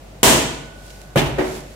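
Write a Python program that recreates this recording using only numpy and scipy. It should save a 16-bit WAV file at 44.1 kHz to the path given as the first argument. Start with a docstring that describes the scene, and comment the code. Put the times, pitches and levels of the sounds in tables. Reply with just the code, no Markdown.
"""Room air and a machine's mains hum come first, in a hard-walled butcher's room with a stereo microphone.
A heavy cleaver then chops a lamb shank on a wooden block: noise bursts, ringing modes and a wall answer,
loud enough to drive the recorder's limiter. Wet meat rubs and smacks in swells of grainy noise; a duller
blow thuds on damped sines and crunches bone in rough noise. The swung carcass knocks the table, rung by
modes, and slides wetly over the block."""
import sys
import numpy as np
from scipy import signal
from scipy.fft import rfft, irfft, next_fast_len
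from scipy.io import wavfile
from scipy.ndimage import uniform_filter1d, minimum_filter1d, map_coordinates

SR = 44100
rng = np.random.default_rng(int(sys.argv[2]) if len(sys.argv) > 2 else 0)


def to_wav(sig):
    """Store sig (one row per channel, or 1-D mono) as 16-bit WAV at the path in sys.argv[1].

    Samples outside -1..1 are clipped; the rate is SR.
    """
    pcm = np.clip(np.atleast_2d(sig), -1, 1) * 32767
    pcm = np.round(pcm).astype(np.int16)
    wavfile.write(sys.argv[1], SR, pcm.T)  # frames by channels


N = 77175  # length in samples


def amp(db):
    """Decibels to gain."""
    return 10 ** (np.asarray(db) / 20)


def unit(x):
    """Scale to rms 1."""
    return x / np.sqrt(np.mean(x ** 2) + 1e-20)


def along(points, hz):
    """Read a curve of (f/Hz, value) points on a log frequency axis."""
    f, v = np.transpose(points)
    return np.interp(np.log(hz + 1), np.log(f + 1), v)


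def since(s):
    """Seconds since time s, zero before it."""
    return np.maximum(np.arange(N) / SR - s, 0)


def wobble(rate):
    """A smooth random curve through normal random knots, rate knots a second."""
    knots = rng.standard_normal(int(N * rate / SR) + 4)
    return map_coordinates(knots, [np.arange(N) * rate / SR])


def filtered(x, response):
    """Multiply the spectrum of x by a response of frequency."""
    m = next_fast_len(N + SR // 2)
    spectrum = rfft(x, m) * response(np.fft.rfftfreq(m, 1 / SR))
    return irfft(spectrum, m)[..., :N]


# likeness of the two microphone channels: f/Hz, correlation [0-1]
CHANNEL_LIKENESS = [(60, .85), (140, .87), (250, .78), (500, .55), (1000, .08), (4000, .02)]


def half_angle(hz):
    """Half the phase angle [rad] whose cosine is the likeness of the channels."""
    return np.arccos(np.clip(along(CHANNEL_LIKENESS, hz), -1, 1)) / 2


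def noise(colour):
    """Stereo noise of rms 1, alike in the bass and nearly unrelated in the treble."""
    def mid_side_response(hz):
        return amp(along(colour, hz)) * [np.cos(half_angle(hz)), np.sin(half_angle(hz))]

    mid, side = filtered(rng.standard_normal((2, N)), mid_side_response)
    return unit(np.array([mid + side, mid - side]))


def strike(s, rise, t60):
    """An envelope that rises from time s (time constant rise/s) and dies by 60 dB in t60/s."""
    t = since(s)
    return (1 - np.exp(-t / rise)) * np.exp(-np.log(1000) * t / t60)


def pan(x, left_db):
    """Place a sound left of the microphone's centre by a level difference; negative is right."""
    return x * amp(np.array([[left_db], [-left_db]]) / 2)


def ring(modes, s, rise, waver):
    """Decaying modes whose phase wavers [rad]; the higher ones reach the channels out of step."""
    out = np.zeros((2, N))
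    for hz, db, t60 in modes:
        apart = half_angle(hz) * rng.choice([-1, 1])
        phase = 2 * np.pi * hz * since(s) + waver * wobble(29.88)
        phase = phase + np.array([[apart], [-apart]])
        out += amp(db) * strike(s, rise, t60) * np.sin(phase)
    return out


# reverberation of the hard-walled room: f/Hz, t60/s
ROOM_DECAY = [(60, 1), (250, 0.81), (1000, 0.69), (3000, .72), (7000, 0.6), (14000, 0.41)]


def answer(s, colour, build_s):
    """The walls' answer to a sharp sound at time s: it builds up, then dies at each frequency's own speed."""
    hz, t, z = signal.stft(noise(colour), SR, nperseg=512)
    decay = np.exp(-np.log(1000) * np.maximum(t - s, 0) / along(ROOM_DECAY, hz)[:, None])
    tail = signal.istft(z * decay, SR, nperseg=512)[1][:, :N]
    return tail * (1 - np.exp(-since(s) / build_s))


def room(x, wet_db, build_s):
    """A longer sound plus its reverberation, by convolution with a decaying noise tail."""
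    tail = answer(0, [(1, 0), (SR, 0)], build_s)
    tail = tail / np.linalg.norm(tail[0])
    return x + amp(wet_db) * signal.fftconvolve(x, tail, axes=1)[:, :N]


# spectrum of the room air: f/Hz, level/dB per Hz (relative)
AIR_COLOUR = [(20, -46), (50, -17), (72, -18), (144, -10), (240, -18), (480, -19), (620, -15.5), (945, -25),
              (1500, -29.5), (2600, -31), (5280, -36.5), (7000, -37), (15500, -47)]
# mains hum of the machine behind: f/Hz, level/dB (rms)
MACHINE_HUM = [(49.5, -43.5), (99, -55.5), (149, -60)]


def background():
    """Room air as gently drifting noise, and a machine's mains hum as sines with wavering phase."""
    hum = 0
    for hz, db in MACHINE_HUM:
        phase = 2 * np.pi * hz * since(0) + .15 * wobble(2)
        hum = hum + amp(db) * np.sqrt(2) * np.sin(phase)
    air_db = -43.5 + 0.33 * wobble(3.1)
    return amp(air_db) * noise(AIR_COLOUR) + hum


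CHOP_S, CHOP_DB = .2308, -4  # t/s, level/dB
# spectrum of the chop through the shank: f/Hz, level/dB per Hz (relative)
CHOP_SPECTRUM = [(25, -35), (55, -19), (90, -10.5), (136, -7), (175, -8), (250, -3.5), (460, -4), (650, -8),
                 (1000, -5), (1350, -12.5), (1700, -10.5), (3100, -10), (5000, -15), (7400, -10),
                 (11000, -16), (15500, -20)]
# ringing modes of the block on its table: f/Hz, level/dB (relative), t60/s
BLOCK_MODES = [(59.74, -8, 0.97), (145, -4.5, 0.92), (252.4, -3, 0.64), (340.7, -10.5, 0.99),
               (458, -20, 0.27), (513, -5, 0.21), (651.6, 0, 0.74), (895, -21, 0.8), (956, -5.5, 0.57)]
# ringing modes of the steel blade: f/Hz, level/dB (relative), t60/s
BLADE_MODES = [(1493, -22, 4.5), (1458, -19, 2.8), (1663, 0, 0.21), (2116, -6, 0.55), (3060, -7, 0.93),
               (3095, -1, 0.74), (4680, -5, .5), (5560, -3, .5), (6615, -8, 0.41), (7260, 4, 0.36)]


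def chop():
    """The blade snaps the shank with a hard clack and hits the block; block, steel and room ring on."""
    crack = amp(CHOP_DB) * strike(CHOP_S, rise=0.0001, t60=0.14) * noise(CHOP_SPECTRUM)
    walls = amp(-2.5) * answer(CHOP_S, CHOP_SPECTRUM, build_s=0.016)
    clack_modes = [(1730, -4.3, 0.016), (864, 0.2, 0.012), (485, -3.7, 0.03)]  # f/Hz, level/dB, t60/s
    clack = amp(-10) * ring(clack_modes, CHOP_S, rise=0.00021, waver=0.76)
    block = amp(-14) * ring(BLOCK_MODES, CHOP_S, rise=0.014, waver=0.52)
    blade = amp(-21.5) * ring(BLADE_MODES, CHOP_S, rise=0.00088, waver=0.77)
    return pan(crack + clack, left_db=2) + pan(walls + block, left_db=0) + pan(blade, left_db=-4)


# wet meat rubbing on the block and in the hand, before the slide and fizz gains:
# peak t/s, level/dB, rise/s, fall/s (both Gaussian widths)
RUB_SWELLS = [(.9, -43.5, 0.09, 0.13), (1.46, -35.5, 0.046, 0.053), (1.565, -36, 0.034, 0.024),
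              (1.72, -46.5, 0.15, 0.031)]
# spectrum of the rubbing and smacks: f/Hz, level/dB per Hz (relative)
RUB_SPECTRUM = [(900, -28), (2000, -0.5), (5000, 0), (7600, -1), (10000, -6), (15500, -16)]
# sticky little smacks of the meat: t/s, level/dB
MEAT_SMACKS = [(0.764, -50.5), (.803, -48), (0.864, -40), (.903, -34.5), (1.015, -35.5), (1.605, -35.5)]


def rubbing():
    """Wet meat slides in grainy swells and comes unstuck with little smacks; its fizz lies to the right."""
    t = np.arange(N) / SR
    swells = 0
    for s, db, rise, fall in RUB_SWELLS:
        width = np.where(t < s, rise, fall)
        swells = swells + amp(db) * np.exp(-((t - s) / width) ** 2 / 2)
    smacks = sum(amp(db) * strike(s, rise=.0005, t60=0.02) for s, db in MEAT_SMACKS)
    slide_grains = unit(amp(1.7 * wobble(500)) * noise(RUB_SPECTRUM))
    fizz_colour = [(5000, -19), (11000, 8), (15500, -2.5)]  # f/Hz, level/dB per Hz
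    fizz_grains = unit(amp(2 * wobble(570)) * noise(fizz_colour))
    slide = room(amp(-5.5) * swells * slide_grains, wet_db=-9.5, build_s=0.0059)
    fizz = pan(amp(-20.5) * swells * fizz_grains, left_db=-14)
    return slide + fizz + pan(smacks * noise(RUB_SPECTRUM), left_db=-5)


BLOW_S, BLOW_DB = 1.158, -12.5  # t/s, level/dB
# spectrum of the blow into meat: f/Hz, level/dB per Hz (relative)
BLOW_SPECTRUM = [(40, -34), (100, -27), (220, -6), (350, -1.5), (580, -10), (850, -8.5), (1200, -14),
                 (2800, -20), (4800, -33.5), (12900, -34.5), (15500, -40)]
# the block's thud, damped by the meat: f/Hz, level/dB, rise/s, t60/s
THUD_MODES = [(138.4, -2, 0.0052, 0.087), (212, -8.5, 0.0081, 0.11), (552, -6.5, 0.0023, 0.044)]


def blow():
    """The cleaver sinks into meat: a slap and a low, quickly damped thud; the table sways after it."""
    slap = amp(BLOW_DB) * strike(BLOW_S, rise=0.00025, t60=0.15) * noise(BLOW_SPECTRUM)
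    walls = amp(-15.5) * answer(BLOW_S, BLOW_SPECTRUM, build_s=0.014)
    thud = 0
    for hz, db, rise, t60 in THUD_MODES:
        thud = thud - amp(db) * strike(BLOW_S, rise, t60) * np.sin(2 * np.pi * hz * since(BLOW_S))
    thud = room(np.array([thud, thud]), wet_db=-5, build_s=0.0067)
    block = amp(-26.5) * ring(BLOCK_MODES, BLOW_S, rise=0.0048, waver=0.22)
    sway = amp(-20.5) * ring([(59.15, 0, 0.74)], BLOW_S + 0.0275, rise=0.034, waver=0.85)
    return pan(slap + walls, left_db=-1.0) + thud + block + sway


# bone giving way under the blade: t/s, level/dB, rise/s, t60/s
BONE_CRUNCHES = [(1.17, -1.5, 0.028, 0.12), (1.257, -21.5, 0.0062, 0.1)]
# spectrum of the bone: f/Hz, level/dB per Hz (relative)
BONE_SPECTRUM = [(240, -4), (400, -8.5), (1490, -13.5), (1610, -11), (1790, -3.5), (1960, -8.5),
                 (2920, -5.5), (4420, -15.5), (7670, -20), (15500, -28.5)]


def crunch():
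    """Bone splinters: noise roughened by a fast random level, like a dense run of tiny cracks."""
    splinters = sum(amp(db) * strike(s, rise, t60) for s, db, rise, t60 in BONE_CRUNCHES)
    grains = unit(amp(1.3 * wobble(900)) * noise(BONE_SPECTRUM))
    return pan(room(splinters * grains, wet_db=-8, build_s=0.005), left_db=-1.0)


KNOCK_S, KNOCK_DB = 1.382, -17.5  # t/s, level/dB
# spectrum of the carcass knocking the table: f/Hz, level/dB per Hz (relative)
KNOCK_SPECTRUM = [(60, -16), (130, -16.5), (230, -8), (380, -8), (600, -6), (1190, -17), (1850, -17),
                  (4000, -30.5), (8000, -41.5), (15000, -47)]
# the table's hollow ring: f/Hz, level/dB (relative), t60/s
TABLE_MODES = [(304, -3, .42), (373, -.5, .54), (542, -2, .2), (856, -10, .22), (1519, -16, .22),
               (1860, -12, .2)]


def knock():
    """The swung carcass bumps the table, which rings hollowly."""
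    bump = amp(KNOCK_DB) * strike(KNOCK_S, rise=0.0038, t60=0.15) * noise(KNOCK_SPECTRUM)
    walls = amp(-20) * answer(KNOCK_S, KNOCK_SPECTRUM, build_s=0.0047)
    table = amp(-15) * ring(TABLE_MODES, KNOCK_S, rise=0.0023, waver=.22)
    return pan(bump + walls, left_db=-2) + table


def scene():
    """All sounds at the microphone."""
    return background() + chop() + rubbing() + blow() + crunch() + knock()


LIMIT_DB, LIMIT_WINDOW_S, LIMIT_HOLD_S = -8, 0.012, 0.021  # rms ceiling, averaging and hold times
LOW_CUT_HZ, TOP_HZ, CLIP_TOP = 27.7, 15700, 1.13  # CLIP_TOP: amplitude the soft clip tends to
# unlike microphone ports: f/Hz, right over left level/dB
PORT_DIFFERENCE = [(150, 0), (400, -2), (700, .5), (1250, 3), (2500, 0), (8000, -.5), (13000, 2.5)]


def record(dry):
    """Two unlike ports, a low cut, a limiter on each channel, soft clipping and the band limit."""
    x = filtered(dry, lambda hz: amp(along(PORT_DIFFERENCE, hz) * np.array([[-1], [1]]) / 2))
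    low_cut = signal.butter(2, LOW_CUT_HZ, 'highpass', fs=SR, output='sos')
    x = signal.sosfilt(low_cut, x)
    power = uniform_filter1d(x ** 2, int(LIMIT_WINDOW_S * SR) + 1)
    level = np.sqrt(np.abs(power) + 1e-12)
    hold = int(LIMIT_HOLD_S * SR) // 2 * 2 + 1  # an odd number of samples
    # keep the lowest gain of the hold time just past, then smooth its steps
    gain = minimum_filter1d(np.minimum(1, amp(LIMIT_DB) / level), hold, origin=hold // 2)
    x = x * uniform_filter1d(gain, size=128)
    x = x / (1 + np.abs(x / CLIP_TOP) ** 6) ** (1 / 6)
    return filtered(x, lambda hz: 1 / np.sqrt(1 + (hz / TOP_HZ) ** 200))


dry = scene()
out = record(dry)
to_wav(out)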